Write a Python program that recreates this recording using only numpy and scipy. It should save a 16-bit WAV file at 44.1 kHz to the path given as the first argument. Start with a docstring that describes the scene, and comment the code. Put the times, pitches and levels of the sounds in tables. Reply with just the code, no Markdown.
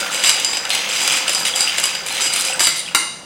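"""Hard, hollow rattling in waves, bright steel ringing, splashes, plops and squeaks, and late steel knocks.
Dry penne is pushed with a steel ladle from a bowl into a steel pot of boiling water, in a hard-walled kitchen.
Random clicks through small resonators make the rattle and the splashes; modes struck by clicks make the steel.
Clear plops and short high squeaks are dying sines that rise in pitch; a noise tail that dies band by band
makes the room."""
import sys
import numpy as np
from scipy import signal
from scipy.fft import rfft, irfft
from scipy.io import wavfile

SR = 44100
rng = np.random.default_rng(int(sys.argv[2]) if len(sys.argv) > 2 else 0)


def dump_mix(stems):
    """Bounce the given channels to the path in sys.argv[1] as a 16-bit WAV at rate SR."""
    frames = np.atleast_2d(stems).T  # one column per channel
    limited = np.clip(frames, -1, 1)  # hard clip at full scale
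    pcm = np.round(limited * 32767).astype(np.int16)
    wavfile.write(sys.argv[1], SR, pcm)


N = 143325
TIME = np.arange(N) / SR
STOP_S, STOP_DB_PER_S = 2.92, 110   # the last piece has fallen; slide and splash then die away at this rate

# Levels in the tables are relative; the mix gains of each layer come on top.
# pasta sliding out of the bowl, one list for each of three waves: (time [s], level [dB])
POUR_WAVES = [
    [(0.0, -24.5), (0.354, -25.5), (0.52, -38), (0.685, -30)],
    [(0.715, -22), (0.925, -21.5), (1.139, -17), (1.371, -36), (1.735, -22.5), (1.905, -25), (2.04, -33)],
    [(2.07, -29.5), (2.174, -21), (2.324, -24), (2.564, -34), (2.75, -26), (2.92, -47)],
]
# ringing modes of the steel ladle: (pitch [Hz], level [dB], T60 [s])
LADLE_MODES = [(2234, -16, 0.24), (2933, -4, 0.18), (3800, -10.5, 0.13), (4827, 0.5, .14), (5004, -3, 0.14),
               (6014, -5.5, 0.22), (7333, 1, .15), (7360, -1.5, 0.072), (7814, 1.5, 0.064),
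               (8150, -4, 0.075), (8650, -1.5, 0.044), (8820, -13.5, 0.067), (10100, -10.5, 0.15),
               (11330, -14.5, 0.092), (11900, -27, 0.12), (12900, -17, 0.066), (13450, -43, .09)]
# colour of a hard crack on steel: (frequency [Hz], level [dB])
CRACK_COLOUR = [(30, -53), (150, -17), (340, -2.5), (600, -2.5), (1400, 5), (2500, 3.5), (5000, -1.5),
                (9000, 0), (16000, -19.5)]


def from_db(db):
    """Decibels to gain."""
    return 10 ** (np.asarray(db) / 20)


def rms_one(x):
    """Scale to rms 1."""
    return x / np.sqrt(np.mean(x ** 2) + 1e-20)


def at_hz(points, hz):
    """Read a table on a log-frequency axis."""
    f, value = np.transpose(points)
    return np.interp(np.log(hz + 1e-3), np.log(f), value)


def level(rows):
    """Gain over time from a level curve; it dies away once the pouring stops."""
    curve_db = np.interp(TIME, *np.transpose(rows))
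    return from_db(curve_db - STOP_DB_PER_S * np.maximum(TIME - STOP_S, 0))


def colour(x, spectrum, size=4096):
    """Minimum-phase filter of unit energy with the given spectrum."""
    gain = from_db(at_hz(spectrum, np.linspace(0, SR / 2, size // 2 + 1)))
    cepstrum = irfft(np.log(gain))
    # folding the cepstrum onto positive times makes the response causal
    cepstrum[1:size // 2] *= 2
    cepstrum[size // 2 + 1:] = 0
    response = irfft(np.exp(rfft(cepstrum)))
    return signal.fftconvolve(x, response / np.linalg.norm(response))[:N]


def ring(x, hz, t60):
    """A two-pole resonator: a unit click sets a dying sine of height 1 ringing."""
    r = from_db(-60 / (t60 * SR))
    w = 2 * np.pi * min(hz, SR / 2) / SR
    return signal.lfilter([0, np.sin(w)], [1, -2 * r * np.cos(w), r * r], x + 1e-18)


def contacts(per_s, spread_db):
    """Random clicks of uneven size and random sign, rms 1."""
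    sizes = from_db(spread_db * np.minimum(rng.exponential(1, N), 3))
    signs = rng.choice([-1, 1], N)
    happens = rng.random(N) < per_s / SR
    return rms_one(sizes * signs * happens)


def grains(clicks, low_hz, high_hz, cycles, count=48):
    """Each click rings one of many small resonators, which falls by 60 dB in a number of cycles; rms 1."""
    dealt = rng.integers(0, count, N)
    total = np.zeros(N)
    for k, hz in enumerate(np.geomspace(low_hz, high_hz, count)):
        total += hz * ring(clicks * (dealt == k), hz, cycles / hz)
    return rms_one(total)


def cluster(hz, count=4):
    """The close partials of one mode of an uneven steel shell."""
    half_width = .007   # share of the pitch, before the random shifts
    places = np.linspace(-1, 1, count) + rng.uniform(-.3, .3, count)
    return hz * (1 + half_width * places)


def struck(modes, times, db, uneven_db):
    """Blows on steel: the partials of a mode start in step, each with its own strength, and then beat."""
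    out = np.zeros(N)
    at = (times * SR).astype(int)
    for hz, mode_db, t60 in modes:
        sign = rng.choice([-1, 1], len(times))
        for partial_hz in cluster(hz):
            clicks = np.zeros(N)
            strength_db = db + mode_db + uneven_db * rng.standard_normal(len(times))
            clicks[at] = sign * from_db(strength_db)
            out += ring(clicks, partial_hz, t60)
    return out / 2


def bursts(times, db, t60):
    """A short burst of noise at each time, dying exponentially."""
    clicks = np.zeros(N)
    clicks[(times * SR).astype(int)] = from_db(db)
    envelope = signal.lfilter([1], [1, -from_db(-60 / (t60 * SR))], clicks + 1e-18)
    return envelope * rng.standard_normal(N)


def kitchen(x, wet_db, first_s=.004, count=12):
    """Hard walls: the sound plus a diffuse noise tail that dies band by band."""
    # reverberation time of the room: (frequency [Hz], T60 [s])
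    room_t60 = [(150, 0.23), (600, 0.59), (2000, 0.54), (5000, 0.83), (9000, .42), (15000, 0.24)]
    t, tail = TIME[:SR * 2 // 3], 0
    edges = np.geomspace(80, 18000, count + 1)
    for low, high in zip(edges, edges[1:]):
        band_filter = signal.butter(2, [low, high], "band", fs=SR, output="sos")
        band = signal.sosfilt(band_filter, rng.standard_normal(len(t)))
        decay = from_db(-60 * t / at_hz(room_t60, np.sqrt(low * high)))
        tail = tail + band * decay * (t > first_s)
    return x + from_db(wet_db) * signal.fftconvolve(x, tail / np.linalg.norm(tail))[:N]


def steady_boil():
    """Dense random clicks, filtered into the even rumble of boiling water."""
    # colour of the boil: (frequency [Hz], level [dB])
    boil_colour = [(20, -22), (55, -8.5), (110, -4.5), (175, 5), (260, -2.5), (550, -1), (1000, -3.5),
                   (2500, -12), (6000, -25), (10000, -22), (16000, -35)]
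    return from_db(-43) * colour(contacts(per_s=5000, spread_db=1.5), boil_colour)


def splashes():
    """Swarms of small ringing bubbles; the air in the pot hums along at one resonance."""
    # pasta entering the water: (time [s], level [dB])
    splash_curve = [(0.0, -25.5), (0.11, -31.5), (0.82, -34), (1.02, -32), (1.14, -30.5), (1.96, -36.5),
                    (2.14, -34), (2.32, -33.5), (2.58, -31), (2.73, -48), (2.92, -40)]
    # colour of the splash: (frequency [Hz], level [dB])
    splash_colour = [(100, -23), (200, -3), (330, -4), (430, -10), (530, 0.5), (660, -5), (830, 3),
                     (1050, -3.5), (1400, 2), (2500, -8.5), (6000, -14.5)]
    bubbles = grains(contacts(per_s=450, spread_db=3.5), low_hz=285.8, high_hz=2550, cycles=18.7)
    spray = from_db(1) * contacts(per_s=1100, spread_db=-1.5)
    splash = rms_one(colour(bubbles + spray, splash_colour))
    hum = rms_one(ring(contacts(per_s=120, spread_db=3.5), hz=525.4, t60=0.13))
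    return from_db(-0.5) * level(splash_curve) * (splash + from_db(-13.5) * hum)


def rising_tones(rows):
    """Each row sounds as a short dying sine that rises in pitch."""
    t60_s, rise_per_s, attack_s = 0.014, 2.2, 0.00047   # rise as a share of the first pitch
    out, t = np.zeros(N + SR), TIME[:SR // 10]
    attack = 1 - np.exp(-t / attack_s)
    for s, hz, db in rows:
        start = int(s * SR)
        decay = from_db(db - 60 * t / t60_s)
        tone = np.sin(2 * np.pi * hz * t * (1 + rise_per_s * t / 2))
        out[start:start + len(t)] += decay * attack * tone
    return out[:N]


def plops_and_squeaks():
    """Clear plops of bubbles near 3 kHz and short high squeaks of pasta at 8 to 9 kHz, all rising sines."""
    # the plops and squeaks: (time [s], first pitch [Hz], level [dB])
    tone_rows = [(1.331, 9390, -12.5), (1.538, 3304, -9.5), (1.675, 2770, -6.5), (1.696, 3010, -12.5),
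                 (1.89, 2492, -15.5), (2.484, 2478, -15), (2.526, 2712, -12.5), (2.533, 8090, -14),
                 (2.54, 8300, -14), (2.653, 8600, -7.5), (2.782, 8900, -17.5), (2.7935, 9180, -12.5),
                 (2.862, 3240, -20), (2.879, 2520, -19), (2.887, 2800, -18.5)]
    return from_db(5) * rising_tones(tone_rows)


def gulps(count=400):
    """Air escapes from the sinking tubes as random bubbles, louder as more pasta falls."""
    per_s, low_hz, high_hz = 60, 1227, 3960
    loudest_db, range_db = 9, 22   # loudest bubble against the slide curve, and the spread below it
    wait, pitch, size = rng.random((count, 3)).T
    s = np.cumsum(-np.log(1 - wait)) / per_s
    hz = low_hz * (high_hz / low_hz) ** pitch
    db = np.interp(s, *np.vstack(POUR_WAVES).T) + loudest_db - range_db * (1 - size)
    return rising_tones(np.column_stack([s, hz, db])[s < STOP_S])


def pings():
    """A falling piece hits the pot wall and one mode rings alone."""
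    # the hits: (time [s], pitch [Hz], level [dB])
    ping_rows = [(0.713, 4157, -20), (.755, 6350, -35), (2.11, 4103, -23)]
    out = np.zeros(N)
    for s, hz, db in ping_rows:
        click = np.arange(N) == int(s * SR)
        out += from_db(db) * ring(click, hz, t60=0.24)
    return out


def knocks():
    """The ladle strikes the pot: a noise crack and a low thud, with the modes of pot and ladle."""
    # the strikes: (time [s], pot ring [dB], ladle ring [dB], crack [dB])
    knock_rows = [(2.5944, -9, -7, -7), (2.605, -15, -6, -3), (2.6701, -1, -4, -4.5), (2.948, 3.5, -14, 0),
                  (2.9575, -9, -6, -23)]
    # ringing modes of the steel pot: (pitch [Hz], level [dB], T60 [s])
    pot_modes = [(343.4, -19.5, 0.19), (834, -17.5, 0.2), (1368, -4, 0.1), (1557, -10, 0.2),
                 (2045, -0.5, 0.32), (2096, -13, 0.41), (2130, -3.5, 0.41), (2839, -4.5, 0.37),
                 (3823, -0.5, 0.11), (4095, -9, 0.29), (4660, -1, 0.14), (5730, -10.5, 0.27),
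                 (8600, -8, 0.29), (9000, -9.5, 0.52), (9800, -8, 0.39), (10950, -9, 0.18),
                 (12600, -13, .18), (14200, -7, 0.13)]
    # colour of the pot jolting on the stove: (frequency [Hz], level [dB])
    thud_colour = [(25, 0), (60, -1), (130, 0), (250, -2), (600, -26), (2000, -50)]
    s, pot_db, ladle_db, crack_db = np.transpose(knock_rows)
    pot = from_db(-23) * struck(pot_modes, s, pot_db, uneven_db=4.5)
    ladle = from_db(-19) * struck(LADLE_MODES, s, ladle_db, uneven_db=2.5)
    crack = from_db(-6.5) * colour(bursts(s, crack_db, t60=0.041), CRACK_COLOUR)
    thud = from_db(-39) * colour(bursts(s, pot_db, t60=0.024), thud_colour)
    return pot + ladle + crack + thud


def pushes():
    """Gains over time of ladle ring, rattle and crackle: each push starts and stops quickly."""
    # the ladle pushes a heap: (start [s], length [s], ladle ring [dB], rattle [dB], crackle [dB])
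    stroke_rows = [(.0, 0.014, -22, -21.5, -30), (.11, 0.13, -27, -36, -39.5),
                   (.237, 0.071, -14.5, -17, -28), (0.335, 0.25, -31, -27, -62),
                   (0.705, 0.054, -53, -22, -31.5), (0.887, 0.15, -26, -37, -45),
                   (1.005, 0.19, -25, -35, -43), (1.273, 0.16, -27, -25, -35),
                   (1.449, .045, -25.5, -15.5, -26), (1.552, 0.095, -21, -26, -33),
                   (1.672, 0.031, -39, -20.5, -36), (1.763, 0.031, -36, -27.5, -37),
                   (1.83, 0.031, -23, -42, -41), (2.065, 0.16, -32, -35, -37.5),
                   (2.206, 0.073, -18.5, -38, -47), (2.327, 0.097, -27.5, -26.5, -28),
                   (2.437, 0.075, -25.5, -25, -35.5), (2.597, .065, -17, -37, -23.5),
                   (2.761, 0.046, -48, -41, -34), (2.866, .03, -52, -44, -43)]
    edge_s = .006
    rows = np.array(stroke_rows)
    start, length = rows[:, :1], rows[:, 1:2]
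    inside_s = np.minimum(TIME - start, start + length - TIME)
    gates = np.clip(inside_s / edge_s + .5, 0, 1)
    return from_db(rows[:, 2:]).T @ gates


def ladle_strokes(push):
    """During each push, a stream of small contacts keeps the modes of the ladle ringing."""
    clicks = contacts(per_s=900, spread_db=1.5) * push
    hit = np.flatnonzero(clicks)
    hit_db = 20 * np.log10(np.abs(clicks[hit]))
    steel = struck(LADLE_MODES, hit / SR, hit_db, uneven_db=5)
    return from_db(-36) * steel + from_db(-11) * colour(clicks, CRACK_COLOUR)


def clinks():
    """Single hard pieces hit the ladle: a dull and a bright noise burst over its ringing modes."""
    # the hits: (time [s], ladle ring [dB], dull knock [dB], bright tick [dB])
    clink_rows = [(0.145, -8.5, -20, -29), (0.195, -12, -18, -39), (0.2373, -5.5, -19, -33),
                  (0.2936, -5, -11.5, -10), (0.3989, -16, -26, -20), (0.4468, -1.5, -19, -19),
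                  (0.5326, -7, -16.5, -38), (0.5494, -35, -22, -27), (0.5705, -5.5, -19, -30),
                  (0.6513, -10.5, -18, -30), (0.6934, -20, -22, -23), (0.7032, -11, -12, -20.5),
                  (0.7494, -6, -18, -27), (0.9611, -5.5, -22, -44), (1.0773, -3, -14, -15.5),
                  (1.1217, -5.5, -29, -28), (1.1696, -9, -17.5, -21), (1.2799, -7, -13.5, -29),
                  (1.2934, -6, -18, -19), (1.3487, 0, -21, -21), (1.4525, -4.5, -19, -27),
                  (1.5593, -3, -34, -17), (1.6071, 0, -25, -18.5), (1.7832, -6.5, -13, -21),
                  (1.7992, -28, -19, -14.5), (1.8386, 2.5, -15.5, -17.5), (1.8557, -6, -20, -17),
                  (1.9509, -8, -18.5, -44), (2.0626, -10, -24.5, -23), (2.3375, -8, -21, -19.5),
                  (2.3614, -20, -17, -18), (2.3983, -11, -25, -19), (2.4497, -30, -22, -17)]
    # colour of the dull knock: (frequency [Hz], level [dB])
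    dull_colour = [(50, -41), (150, -19), (600, 2.5), (1300, -3), (2900, 8.5), (5000, -0.5), (9000, -50),
                   (16000, -21)]
    # colour of the bright tick: (frequency [Hz], level [dB])
    bright_colour = [(100, -50), (1000, -27), (4000, -6), (8500, 4), (11000, -0.5), (16000, -24.5)]
    s, ring_db, dull_db, bright_db = np.transpose(clink_rows)
    steel = from_db(-23) * struck(LADLE_MODES, s, ring_db, uneven_db=5.5)
    knock = colour(bursts(s, dull_db, t60=0.037), dull_colour)
    tick = from_db(3) * colour(bursts(s, bright_db, t60=0.024), bright_colour)
    return steel + knock + tick


def snaps(per_s=78, uneven_db=4):
    """Sharp tips snap past each other: sparse, very short treble bursts, rms 1."""
    # colour of a snap: (frequency [Hz], level [dB])
    snap_colour = [(100, -45), (1000, -20), (4000, 3), (9500, 4), (12000, 2), (16000, -16)]
    when = np.flatnonzero(rng.random(N) < per_s / SR) / SR
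    db = uneven_db * rng.standard_normal(len(when))
    return rms_one(colour(bursts(when, db, t60=0.014), snap_colour))


def pasta(rattle_push, crackle_push):
    """Hollow pieces click against each other and ring briefly; their sharp edges crackle."""
    # colour of the hollow rattle: (frequency [Hz], level [dB])
    rattle_colour = [(300, -29.5), (1000, -11), (1700, -9.5), (2200, 0), (3000, 0.5), (4200, -6.5),
                     (6500, -2.5), (8500, -25), (11000, -20), (16000, -21)]
    # colour of the treble crackle: (frequency [Hz], level [dB])
    crisp_colour = [(100, -45), (1000, -29), (4000, 26.5), (6500, -37), (8000, 9), (10000, 7.5),
                    (11500, -19), (13500, -8), (16000, -57)]
    clicks = contacts(per_s=600, spread_db=3.0)
    tubes = grains(clicks, low_hz=1664, high_hz=4540, cycles=34)
    rattle = rms_one(colour(from_db(-8.5) * tubes + clicks, rattle_colour))
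    edges = contacts(per_s=450, spread_db=-1)
    edge_ring = from_db(16) * grains(edges, low_hz=6300, high_hz=12740, cycles=79)
    crackle = rms_one(colour(edges + edge_ring, crisp_colour))
    tips = from_db(-3) * crackle_push * snaps()
    # the steady slide runs under the separate pushes
    slide = level(np.vstack(POUR_WAVES))
    rattle_gain = from_db(-4) * slide + from_db(-7.5) * rattle_push
    crackle_gain = from_db(-15) * slide + crackle_push
    return rattle_gain * rattle + crackle_gain * crackle + tips


def scene():
    """All sources in the kitchen; the knocks excite the room a little more."""
    ring_push, rattle_push, crackle_push = pushes()
    water = steady_boil() + splashes() + gulps()
    ladle = ladle_strokes(ring_push) + clinks()
    pouring = water + plops_and_squeaks() + pings() + ladle + pasta(rattle_push, crackle_push)
    return (kitchen(pouring, wet_db=-5.5) + kitchen(knocks(), wet_db=-4))[None]


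def record(dry):
    """Peaks beyond full scale are clipped; then a steep low-pass cuts the top."""
    cutoff_hz = 16000
    clipped = np.clip(dry, -1, 1)
    return signal.sosfilt(signal.ellip(12, .2, 80, cutoff_hz, fs=SR, output="sos"), clipped)


dry = scene()
out = record(dry)
dump_mix(out)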